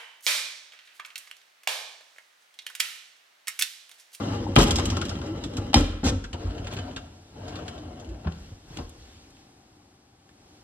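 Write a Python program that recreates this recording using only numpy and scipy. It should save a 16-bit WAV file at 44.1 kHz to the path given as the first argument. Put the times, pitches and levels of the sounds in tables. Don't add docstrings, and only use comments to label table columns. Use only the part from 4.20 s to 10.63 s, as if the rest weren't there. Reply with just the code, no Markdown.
import sys
import numpy as np
from scipy import signal
from scipy.fft import rfft, irfft, next_fast_len
from scipy.io import wavfile
from scipy.ndimage import uniform_filter1d

SR = 44100
rng = np.random.default_rng(int(sys.argv[2]) if len(sys.argv) > 2 else 0)


def generate_wav(sig):
    pcm = np.round(np.clip(np.atleast_2d(sig).T, -1, 1) * 32767).astype(np.int16)
    wavfile.write(sys.argv[1], SR, pcm)


N = 283563
TIME = np.arange(N) / SR

# start_s, gather_speed_s, let_go_s, halt_s,
# slowing_db_per_s, box_rumble_db, roller_whirr_db, track_hiss_db
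UPPER_STROKES = [(-.12, 0.11, 0.16, 0.5, 27.5, -32, -35, -44), (.37, 0.13, 0.67, 1.0, 24.5, -29, -35, -40),
                 (.99, 0.059, 1.42, 1.54, 36, -36, -41.5, -50.5)]
LOWER_STROKES = [(2.12, 0.13, 2.683, 3.1, 58, -39.5, -43, -52),
                 (3.07, 0.23, 3.33, 4.05, 14.2, -39.5, -41.5, -51)]
SPEED_POWERS = (0.67, 1, 1.16)
STOP_S = 0.025
# time_s, pitch_hz, level_db (relative to HUM_DB)
ROLLER_HUMS = [
    [(0.0, 296, -34), (0.04, 285, -23), (0.064, 278.5, -43), (0.086, 278.7, -24.5), (0.242, 302, -42),
     (0.274, 278.5, -25), (0.304, 277, -34), (0.34, 292, -37)],
    [(1.0, 292, -46), (1.104, 320.2, -24.5), (1.222, 293.4, -43), (1.262, 276, -25.5), (1.286, 282.7, -65),
     (1.394, 306.5, -30.5), (1.456, 284, -42), (1.52, 281.3, -25)],
    [(2.2, 313.7, -35.5), (2.404, 278.4, -39.5), (2.488, 311.4, -50), (2.604, 273.2, -35),
     (2.628, 271, -51), (2.642, 262.6, -35.5), (2.766, 275.5, -39), (2.88, 267, -51)],
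    [(3.13, 265.4, -57), (3.19, 262.7, -45), (3.436, 314.8, -36.5), (3.506, 284, -51), (3.622, 314, -35),
     (3.846, 274, -48.5), (3.898, 340, -34), (4.02, 276.4, -54)],
]
HUM_DB = -7
HUM_WANDER_PER_S, HUM_WANDER_DB = 140, 0.8
BUMPS_PER_S, BUMPS_DB = 45, 1.8
WHIRR_PATCHY_DB = 2.5
GRIT_PER_S, GRIT_DB, GRIT_DIE_S, GRIT_SPREAD_DB = 80, -1, 0.0018, 3.5

# start_s, level_db, centre_pitch_hz
CLACKS = [(.265, -28, 830), (0.274, -34.5, 940), (.397, -24, 1100), (.412, -24, 800), (.427, -26, 1300),
          (.516, -31, 1140), (.596, -29, 1200), (.604, -33, 1050), (.667, -37.5, 1160), (0.721, -31, 1080),
          (.768, -27, 1225), (.818, -29, 1330), (.912, -37, 1370), (1.024, -40.5, 1160), (1.379, -35, 1300),
          (1.396, -35.5, 715), (1.412, -46.5, 1370), (1.623, -36, 600), (1.638, -34, 530), (1.68, -34, 580),
          (1.727, -41, 1350), (1.736, -38.5, 540), (1.834, -27.5, 716), (2.043, -37, 1560),
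          (2.144, -36.5, 950), (2.379, -37, 720), (2.471, -39, 754), (2.585, -38.5, 1550),
          (2.767, -37, 1620), (2.781, -48, 1520), (3.386, -42, 1350), (3.482, -49, 1610),
          (4.068, -35.5, 1070), (4.072, -39, 1500)]
CLACK_SPREAD_OCTAVES, CLACK_RISE_S = 0.25, 0.0007
# start_s, level_db, pitch_hz, time_to_peak_s,
# carcass_db (relative to the swing)
THUMPS = [(.28, -23.5, 89.4, 0.02, -0.5), (.367, -7, 105, 0.0093, -20), (.376, -24, 204, 0.0088, -8),
          (0.434, -21.5, 234.5, 0.012, -29), (1.378, -19, 93, 0.01, -9.5), (1.555, -6, 77, 0.0091, -4.5),
          (1.5425, -16, 265.6, .004, -19), (1.553, -16, 219, 0.0062, -34), (1.599, -18.5, 277, .016, -29),
          (1.617, -25, 288, .011, -28), (1.832, -26, 280, .012, 0), (1.851, -14.5, 70, 0.018, -1.5),
          (1.924, -26, 270, .012, -15), (1.91, -20, 93, 0.02, -7), (2.127, -26, 76, 0.015, -17),
          (2.228, -26.5, 53.7, 0.038, -21), (2.235, -25, 91, 0.025, -20), (2.393, -24.5, 76.5, 0.005, -12),
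          (2.586, -25, 82, 0.0081, -30), (3.859, -31, 57, 0.048, -16), (4.049, -22, 77.7, 0.023, -30),
          (4.053, -26.5, 161.4, 0.0208, -28), (4.056, -27.5, 195, 0.015, -27),
          (4.313, -33.5, 96.5, 0.012, -11), (4.506, -44, 69.9, 0.019, -12), (4.575, -28.5, 80, 0.022, -24)]
WANDER_PER_S, CARCASS_WANDER_DB = 90, 0.4
# start_s, level_db, brightness_db_per_octave, die_away_s,
# panel_ring_db (relative to the blow), opening (0 shut to 1 open)
KNOCKS = [(0.356, -22.5, 9.5, 0.012, -18.5, 0.1), (0.3624, -1.5, 0, 0.0038, -20, 0.77),
          (.371, -6, -8, 0.027, -28, 0.3), (0.386, -16, 7.5, 0.0083, -17.5, 0),
          (0.4044, -18, 0.5, 0.005, -15, .5), (0.4178, -26.5, 3, 0.0046, -22, 0.5),
          (0.423, -20, -1, 0.0044, -27, 0.3), (0.4321, -22, 4, 0.0035, -18.5, 0.5),
          (0.472, -29.5, 9.5, 0.0041, -12, 0.5), (0.477, -27, 0.5, 0.0014, -18, 0.3),
          (0.586, -22, -4.5, 0.026, -4, 0.6), (.767, -24, -5.5, 0.0085, -23, 0.5),
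          (1.531, -25, 1, 0.0077, -5.5, 0.3), (1.542, -5, 5, 0.0026, -3, 0.04),
          (1.556, -18.5, -1.5, 0.021, -29, 0.26), (1.599, -17, -9, 0.01, -36, 0),
          (1.831, -20, -9, 0.015, -22, 0.2), (1.865, -24.5, -5, 0.039, -1, 0.56),
          (2.14, -28.5, -7, 0.018, -18, 0.6), (4.044, -33, -6, 0.025, -22, 1),
          (4.0696, -25.5, -5.5, 0.0096, -19, 0.34), (4.505, -32.5, -19, 0.01, -25, 0.3),
          (4.586, -27, -9, 0.019, -10, 0.5)]
# start_s, level_db, length_s,
# brightness_db_per_octave, brokenness (0 smooth to 1 broken)
RATTLES = [(0.379, -23.5, 0.068, 0.5, 0.5), (0.41, -31.5, 0.04, 16.5, 0.48), (0.459, -34.5, 0.041, 2, 0.91),
           (0.575, -29.5, 0.034, 1.5, 0.78), (1.548, -33, 0.068, 4, 0.88), (1.838, -27, 0.071, 1, 0.13),
           (2.507, -39.5, 0.054, -2.5, 0.43), (2.551, -38, 0.058, -5, 0.53),
           (2.759, -44, 0.038, -3.5, 0.76), (4.557, -37, 0.051, -6.5, 0.52)]
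CHATTER_PER_S, CHATTER_DIE, CHATTER_SPREAD_DB = 170, 0.32, 5
RUB_PATCHY_DB = 2.5
# start_s, level_db, brightness_db_per_octave, strongest_note_hz
ROCKS = [(.507, -16, 3.5, 3320), (0.5571, -19, 3, 5170), (0.6547, -22.5, 5, 2980),
         (0.7004, -24.5, 0.5, 5530), (0.7673, -26.5, 0.5, 1300), (0.814, -23, -2, 1430),
         (0.8511, -32, 4, 3260), (0.8924, -29, 1, 5150), (0.953, -33, -4.5, 3100), (1.0142, -31, -4, 1420),
         (1.0624, -42, -1, 1260)]
ROCK_SWING_DB, ROCK_SWING_FADE_DB_PER_S = -19.5, 44
ROCK_LAG_S, ROCK_HZ, ROCK_RISE_S, ROCK_CARCASS_DB = 0.0073, 84, 0.016, -26
# start_s, level_db, brightness_db_per_octave, strongest_note_hz
CLICKS = [(.883, -38, 2, 3300), (.912, -38, -4, 1314), (1.178, -44, -3, 3330), (1.197, -49, -19, 1400),
          (1.2374, -30, 0.5, 3600), (1.3357, -43, 2, 3500), (1.3683, -30, 3, 2600), (1.438, -55, 2, 3041),
          (2.04, -33, -2, 1560), (2.1296, -31, -1, 2940), (2.379, -37.5, -3, 2860),
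          (2.4443, -41, -0.5, 2720), (2.4693, -31.5, -2, 2080), (2.533, -38, 23, 3100),
          (2.5156, -46, -2, 3060), (2.5665, -33, -2.5, 2800), (2.587, -32, -3, 3070),
          (2.6608, -57, 0, 3000), (2.7092, -44, -3, 1608), (2.7625, -28.5, -2, 3620),
          (3.2799, -40.5, 2, 4940), (3.293, -43, -2, 4650), (3.3553, -33, -2.5, 4360),
          (3.389, -44, -1, 2980), (3.4795, -32, -1, 1620), (3.551, -49, -3, 3010), (3.579, -43, -1.5, 3520),
          (3.797, -44.5, 1, 6200), (3.845, -46.5, 0, 2850), (3.89, -50.5, 3, 2800)]
# start_s, level_db, brightness_db_per_octave, strongest_note_hz
TICKS = [(4.121, -37.5, -1.5, 4140), (4.571, -29, 1.5, 2860), (4.6937, -41, 13, 9000),
         (5.077, -50, -7, 1300), (5.104, -50.5, 10, 9400), (5.166, -50, -2, 2600),
         (6.0906, -44.5, -3, 1730)]
ROCK_DIE_S, CLICK_DIE_S, TICK_DIE_S = 0.0075, 0.01, 0.0034
SPOT_LOW_HZ, SPOT_HIGH_HZ, SPOT_WIDTH_HZ, SPOT_DB = 800, 9000, 55, 9
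# middle_s, half_length_s, rumble_db, rustle_db
SWELLS = [(2.987, 0.76, -65, -63.5), (4.227, 0.17, -46.5, -56.5), (4.567, 0.091, -40.5, -53),
          (4.88, 0.25, -49.5, -57), (5.203, 0.059, -66, -65), (6.363, 0.14, -59, -65)]
RUSTLE_PATCHY_DB = 2.5
# time_s, level_db
STILL_DB = [(5.3, -55.5), (5.95, -59.5), (6.25, -55.5)]

# pitch_hz, level_db, t60_s
PANEL = [(695, -12.5, .05), (798, 2, 0.043), (854, -11, 0.12), (1105, -18.5, 0.0082), (2114, -6, 0.024),
         (2410, -17.5, .035), (2776, -9, 0.045), (3100, -20.5, 0.017), (3500, -1.5, 0.0023),
         (3750, -1.5, .025), (4500, -6.5, 0.038), (4500, -8, 0.025), (5280, -7.5, 0.12)]
CARCASS = [(43.8, -13, 1), (68, -30.5, 0.31), (85.4, -8, 0.61), (131, -8.5, 0.23), (195, -3, 0.13),
           (258, -4.5, 0.26), (282.5, 1.5, 0.089), (336.6, -13, 0.22), (476, -14, 0.35), (541, -14.5, 0.32),
           (738, -15.5, 0.15)]
SIDES = [(530, 0.5, .09), (625, -1.5, .06), (704, -5, .07), (833, 1, .06), (938, -0.5, 0.087),
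         (1077, -1, .07), (1230, -2, .06), (1271, -5, 0.073), (1368, -1, 0.062), (1430, -3.5, .05),
         (1593, 0, .08), (1720, -6, 0.031)]
CUPBOARD = [(416, -2, 0.45), (479, 1.5, .55), (534, -0.5, 0.72), (717, -1, 0.5), (795, 3, .5),
            (924, 1.5, 0.65), (1077, -3.5, .5), (1197, -10, 0.41), (1287, -8.5, .45), (1374, 0, 0.46),
            (2230, 1.5, .4), (2634, 0.5, 0.49), (2742, -4.5, .45), (2790, 2.5, .45), (3043, -8, .35)]
# pitch_hz, width_hz, height_db
UPPER_BOX = [(99, 27, 10.5), (253, 130, 11), (293, 3.5, -10), (336.6, 34, 8), (487, 42, 7.5),
             (566, 35, 8.5), (816, 17, 14.5), (946, 8.7, 5), (1193, 39, 8), (1334, 48, 9.5),
             (2035, 60, 7.5), (2820, 110, 10), (3090, 210, 7.5), (3894, 140, 6.5), (5040, 130, 4.5)]
LOWER_BOX = [(92.4, 27, 10.6), (240, 27, 7.7), (455, 16, 8.3), (614, 155, 6.7), (725, 38, 8.2),
             (867, 16, 6.5), (1352, 34, 9.9), (1560, 120, 4), (2760, 370, 6.2), (3050, 200, 5.5),
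             (4100, 170, 4.5)]
UPPER_TRACK = [(3030, 90, -0.5), (3840, 250, -1), (3980, 70, 6.5), (4810, 90, 3.5), (5400, 600, 4),
               (5630, 70, 4.5), (7740, 320, 4.5)]
LOWER_TRACK = [(2330, 120, 2.1), (2740, 230, 2.3), (3670, 210, 0.67), (4020, 41, 2.4), (4360, 98, 4),
               (4870, 100, 2.9), (5950, 65, 1.6)]
# frequency_hz, density_db
WOOD = [(60, 3), (200, -4.5), (400, -1), (800, 0.5), (1400, -2), (2100, -7.5), (3200, -2), (4500, -10.5),
        (6500, -16), (9000, -25.5), (13000, -40)]
RUNNER = [(100, 11), (500, 7.5), (900, 1.5), (1450, 6), (2200, 1.5), (3200, 10.5), (4200, 6), (5500, 3),
          (7000, 5.5), (9000, -6), (13000, -20)]
RUMBLE = [(25, -57), (50, 4), (90, 0.5), (160, -1.5), (300, -6.5), (420, -11.5), (700, -53)]
WHIRR = [(200, -17.5), (420, -2.5), (700, -4), (1000, -7), (1400, -12.5), (2200, -21), (5000, -53.5)]
HISS = [(700, -25.5), (1600, 11.5), (2200, 6.5), (3200, 11), (4200, 9.5), (5500, 8.5), (7000, 5),
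        (9000, -6.5), (13000, -18.5)]
LOW_RUMBLE = [(25, 3.5), (50, 1.5), (85, -1.5), (150, -16.5), (300, -14), (700, -21), (1500, -29.5),
              (4000, -49)]
STILL = [(25, -8), (50, -1), (100, 6.5), (180, -1), (300, 5), (450, -6), (660, -7.5), (780, 1), (900, -8),
         (2000, -14.5), (5500, -14), (8000, -19.5), (13000, -34)]
# frequency_hz, t60_s
ROOM = [(60, 0.93), (180, 0.71), (400, 1), (800, 0.43), (1300, 0.92), (3000, 0.71), (7000, 0.5),
        (13000, 0.44)]
PANEL_ECHO_DB = -17
EVEN_HZ, ROOM_EVEN_HZ = 200, 30
# frequency_hz, likeness (0 to 1)
LIKENESS = [(200, 1), (320, .98), (550, .6), (850, .33), (1500, .35), (3000, .45), (6000, .78), (8000, .88),
            (13000, .92)]
# frequency_hz, difference_db
LEAN = [(150, 0), (300, 1), (550, 3.5), (820, 9.5), (1250, 8.5), (1800, 3), (2700, -1), (6000, -.7),
        (13000, 0)]
# frequency_hz, lead_radians
LEAD = [(130, 0), (300, -.1), (600, 0), (1250, -1), (2700, -1.7), (4000, -2.3), (6300, -3.0), (8500, -1.8),
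        (11500, -.7)]
EDGE_HZ = 13900


def amp(db):
    return 10 ** (np.asarray(db) / 20)


def unit(x):
    return x / np.sqrt(np.mean(x ** 2) + 1e-20)


def read(points, hz):
    f, value = np.transpose(points)
    return np.interp(np.log(hz + 1), np.log(f), value)


def add(mix, s, sound):
    part = mix[:, max(round(s * SR), 0):][:, :sound.shape[-1]]
    part += sound[..., :part.shape[1]]


def noise(size):
    padded = next_fast_len(size)
    left, other = rfft(rng.standard_normal((2, padded)))
    same = np.clip(read(LIKENESS, np.linspace(0, SR / 2, len(left))), 0, 1)
    right = same * left + np.sqrt(1 - same ** 2) * other
    return irfft(np.array([left, right]), padded)[:, :size]


def colour(x, spectrum, tilt_db=0, peaks=(), size=4096):
    hz = np.fft.rfftfreq(size, 1 / SR)
    db = read(spectrum, hz) + tilt_db * np.log2(np.maximum(hz, 250))
    for f, width, height in peaks:
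        db = db + height / (1 + (2 * (hz - f) / width) ** 2)
    cepstrum = irfft(np.log(amp(db)))
    cepstrum[1:size // 2] *= 2
    cepstrum[size // 2 + 1:] = 0
    taps = irfft(np.exp(rfft(cepstrum)))
    return signal.oaconvolve(x, taps[None] / np.linalg.norm(taps), axes=1)[:, :x.shape[1]]


def flutter(size, per_s, depth_db):
    steps = rng.standard_normal(4096)
    position = np.arange(size) / SR * per_s % 4095
    return unit(amp(depth_db * np.interp(position, np.arange(4096), steps)))


def ring(modes, t, wander_db=0):
    total = 0
    for hz, db, t60 in modes:
        seconds = np.cumsum(flutter(len(t), WANDER_PER_S, wander_db)) / SR
        total = total + amp(db - 60 * t / t60) * np.sin(2 * np.pi * hz * seconds)
    return total


def levelled(x, width_hz):
    z = rfft(x, 2 * x.shape[1])
    bins = max(round(width_hz * 2 * x.shape[1] / SR), 1)
    power = uniform_filter1d((abs(z) ** 2).mean(0), size=bins)
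    return irfft(z * np.sqrt(power.mean() / np.maximum(power, 1e-12)))[:, :x.shape[1]]


def burst(die, size=6000, rise=0.00058):
    t = np.arange(size) / SR
    return levelled(noise(size) * np.exp(-t / die) * (1 - np.exp(-t / rise)), EVEN_HZ)


def waver(x, patchy_db, frame_size=512):
    z = signal.stft(x, SR, nperseg=frame_size)[2]
    patches = rng.standard_normal(z.shape[1:])
    patches = uniform_filter1d(patches, size=6, axis=1)
    patches = unit(uniform_filter1d(patches, size=4, axis=0))
    gain = unit(amp(np.clip(patchy_db * patches, -8, 5)))
    return signal.istft(z * gain, SR, nperseg=frame_size)[1][:, :x.shape[1]]


def contact_modes(count=26):
    places = (np.arange(count) + rng.random(count)) / count
    hz = SPOT_LOW_HZ * (SPOT_HIGH_HZ / SPOT_LOW_HZ) ** (places ** 0.7)
    return [(f, SPOT_WIDTH_HZ, SPOT_DB * rng.uniform(0.4, 1)) for f in hz]


def box(s):
    return UPPER_BOX if s < LOWER_STROKES[0][0] else LOWER_BOX


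def track(s):
    return UPPER_TRACK if s < LOWER_STROKES[0][0] else LOWER_TRACK


def stroke(start, gather, let_go, halt, slowing_db, *layers_db):
    push = np.sin(np.pi / 2 * np.clip((TIME - start) / gather, 0, 1)) ** 2
    coast = amp(-slowing_db * np.maximum(TIME - let_go, 0))
    speed = push * coast * np.clip((halt - TIME) / STOP_S + 1, 0, 1)
    return np.array([amp(db) * speed ** power for db, power in zip(layers_db, SPEED_POWERS)])


def specks():
    chance = rng.random(N)
    size = np.minimum(rng.exponential(1, N), 3)
    train = (chance < GRIT_PER_S / SR) * amp(GRIT_SPREAD_DB * size)
    energy = signal.lfilter([1], [1, -np.exp(-2 / (GRIT_DIE_S * SR))], train ** 2)
    ticks = waver(noise(N) * np.sqrt(energy), patchy_db=-2.5)
    return unit(colour(ticks, RUNNER, tilt_db=-4.0))


def rolling(strokes, peaks):
    rumble, whirr, hiss = sum(stroke(*row) for row in strokes)
    bumps = flutter(N, BUMPS_PER_S, BUMPS_DB)
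    shake = colour(noise(N), RUMBLE, peaks=peaks)
    turn = colour(waver(noise(N) * bumps, WHIRR_PATCHY_DB, frame_size=1024), WHIRR, peaks=peaks)
    scrape = colour(waver(noise(N) * bumps, patchy_db=3.0), HISS, peaks=peaks)
    return rumble * shake + whirr * turn + hiss * (scrape + amp(GRIT_DB) * specks())


def hum(curve):
    s, hz, db = np.transpose(curve)
    pitch = np.interp(TIME, s, hz) * flutter(N, HUM_WANDER_PER_S, HUM_WANDER_DB)
    fade = np.clip(np.minimum(TIME - s[0], s[-1] - TIME) / STOP_S + 0.5, 0, 1)
    tone = unit(np.sin(2 * np.pi * np.cumsum(pitch) / SR))
    return amp(HUM_DB + np.interp(TIME, s, db)) * fade * tone


def still_air():
    level = amp(np.interp(TIME, *np.transpose(STILL_DB)))
    return level * colour(noise(N), STILL)


def clacks(size=8000):
    out, t = np.zeros((2, N)), np.arange(size) / SR
    for s, db, hz in CLACKS:
        walls = 0
        for k, mode in enumerate(SIDES):
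            octaves = np.log2(mode[0] / hz)
            share = (-1) ** k * np.exp(-(octaves / CLACK_SPREAD_OCTAVES) ** 2)
            walls = walls + share * ring([mode], t)
        add(out, s, amp(db) * walls * (1 - np.exp(-t / CLACK_RISE_S)))
    return out


def thumps(rows, size=30000):
    out, t = np.zeros((2, N)), np.arange(size) / SR
    for s, db, hz, rise, carcass_db in rows:
        envelope = (t / rise) ** 2 * np.exp(2 * (1 - t / rise))
        swing = envelope * np.cos(2 * np.pi * hz * (t - rise))
        carcass = ring(CARCASS, t, CARCASS_WANDER_DB) * (1 - np.exp(-t / 0.0039))
        add(out, s, amp(db) * (swing + amp(carcass_db) * carcass))
    return out


def knocks(size=12000):
    cracks, notes, t = np.zeros((2, N)), np.zeros((2, N)), np.arange(size) / SR
    for s, db, tilt_db, die, panel_db, opening in KNOCKS:
        hollow = np.array(box(s)) * [1, 1, np.clip(opening, 0, 1)]
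        cloud = burst(die, size=size, rise=0.15 * die)
        add(cracks, s, amp(db) * colour(cloud, WOOD, tilt_db, list(hollow) + contact_modes()))
        add(notes, s, amp(db + panel_db) * ring(PANEL, t) * (1 - np.exp(-t / 0.0006)))
    return cracks, notes


def rattles(size=8000):
    out, t = np.zeros((2, N)), np.arange(size) / SR
    for s, db, length, tilt_db, broken in RATTLES:
        swell = np.sqrt(abs(np.sin(np.pi * np.minimum(t / length, 1))))
        turns = np.cumsum(CHATTER_PER_S * flutter(size, CHATTER_PER_S, depth_db=4)) / SR
        sizes = amp(CHATTER_SPREAD_DB * rng.uniform(-1, 1, 256))
        hits = np.exp(-(turns % 1) / CHATTER_DIE) * sizes[turns.astype(int) % 256]
        chatter = unit(hits ** np.clip(broken, 0, 1))
        rub = waver(levelled(noise(size) * swell * chatter, EVEN_HZ), RUB_PATCHY_DB)
        add(out, s, amp(db) * colour(rub, RUNNER, tilt_db, track(s) + contact_modes()))
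    return out


def rocking():
    swings = []
    for s, *_ in ROCKS:
        level_db = ROCK_SWING_DB - ROCK_SWING_FADE_DB_PER_S * (s - ROCKS[0][0])
        swings.append((s + ROCK_LAG_S, level_db, ROCK_HZ, ROCK_RISE_S, ROCK_CARCASS_DB))
    return swings


def clicks(rows, die, note_db=8, note_share=0.12):
    out = np.zeros((2, N))
    for s, db, tilt_db, hz in rows:
        note = (hz, note_share * hz, note_db)
        peaks = [note] + track(s) + contact_modes()
        add(out, s, amp(db) * colour(burst(die), RUNNER, tilt_db, peaks))
    return out


def swells():
    rumble, rustle = 0, 0
    for s, half, rumble_db, rustle_db in SWELLS:
        bell = np.exp(-((TIME - s) / half) ** 2)
        rumble = rumble + amp(rumble_db) * bell
        rustle = rustle + amp(rustle_db) * bell
    soft_hiss = colour(waver(noise(N), RUSTLE_PATCHY_DB), HISS, tilt_db=1.5)
    return rumble * colour(noise(N), LOW_RUMBLE) + rustle * soft_hiss


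def kitchen(x, size=30000):
    z = signal.stft(noise(size), SR, nperseg=2048)[2]
    even = z / np.sqrt((abs(z) ** 2).mean(0) + 1e-20)
    air = signal.istft(even, SR, nperseg=2048)[1]
    hz, t, z = signal.stft(air, SR, nperseg=256)
    decay = amp(-60 * t / read(ROOM, hz)[:, None])
    tail = signal.istft(z * decay, SR, nperseg=256)[1]
    tail *= 1 - np.exp(-(np.arange(tail.shape[1]) / SR / 0.0013) ** 2)
    tail = levelled(tail, ROOM_EVEN_HZ)
    return signal.fftconvolve(x, tail / np.linalg.norm(tail[0]), axes=1)[:, :N]


def cupboard(x, size=30000):
    notes = ring(CUPBOARD, np.arange(size) / SR)
    return signal.fftconvolve(x, notes[None] / np.linalg.norm(notes), axes=1)[:, :N]


def scene():
    rolls = rolling(UPPER_STROKES, UPPER_BOX) + rolling(LOWER_STROKES, LOWER_BOX)
    rolls = rolls + sum(hum(curve) for curve in ROLLER_HUMS)
    walls = clacks()
    low = thumps(THUMPS + rocking())
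    wood, notes = knocks()
    runners = rattles() + clicks(ROCKS, ROCK_DIE_S)
    runners = runners + clicks(CLICKS, CLICK_DIE_S) + clicks(TICKS, TICK_DIE_S)
    blows = amp(-7.0) * wood + amp(PANEL_ECHO_DB) * notes + amp(-10) * low + amp(-13) * walls
    echo = kitchen(blows) + kitchen(amp(-12.5) * runners)
    hollow = cupboard(amp(-25) * wood + amp(-25.5) * runners)
    return wood + notes + walls + low + runners + hollow + echo + rolls + swells() + still_air()


def record(dry):
    size = next_fast_len(N + 4096)
    hz = np.fft.rfftfreq(size, 1 / SR)
    halves = np.array([[0.5], [-0.5]])
    lean = amp(read(LEAN, hz) * halves)
    ports = lean / np.sqrt(np.mean(lean ** 2, 0)) * np.exp(1j * read(LEAD, hz) * halves)
    heard = irfft(rfft(dry, size) * ports, size)[:, :N]
    heard = signal.sosfilt(signal.butter(8, 37, "high", fs=SR, output="sos"), heard)
    heard = heard / (1 + (heard / 0.85) ** 6) ** (1 / 6)
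    lowpass = signal.firwin(255, EDGE_HZ, window=("kaiser", 9), fs=SR)
    return signal.oaconvolve(heard, lowpass[None], "same")


dry = scene()
out = record(dry)
generate_wav(out)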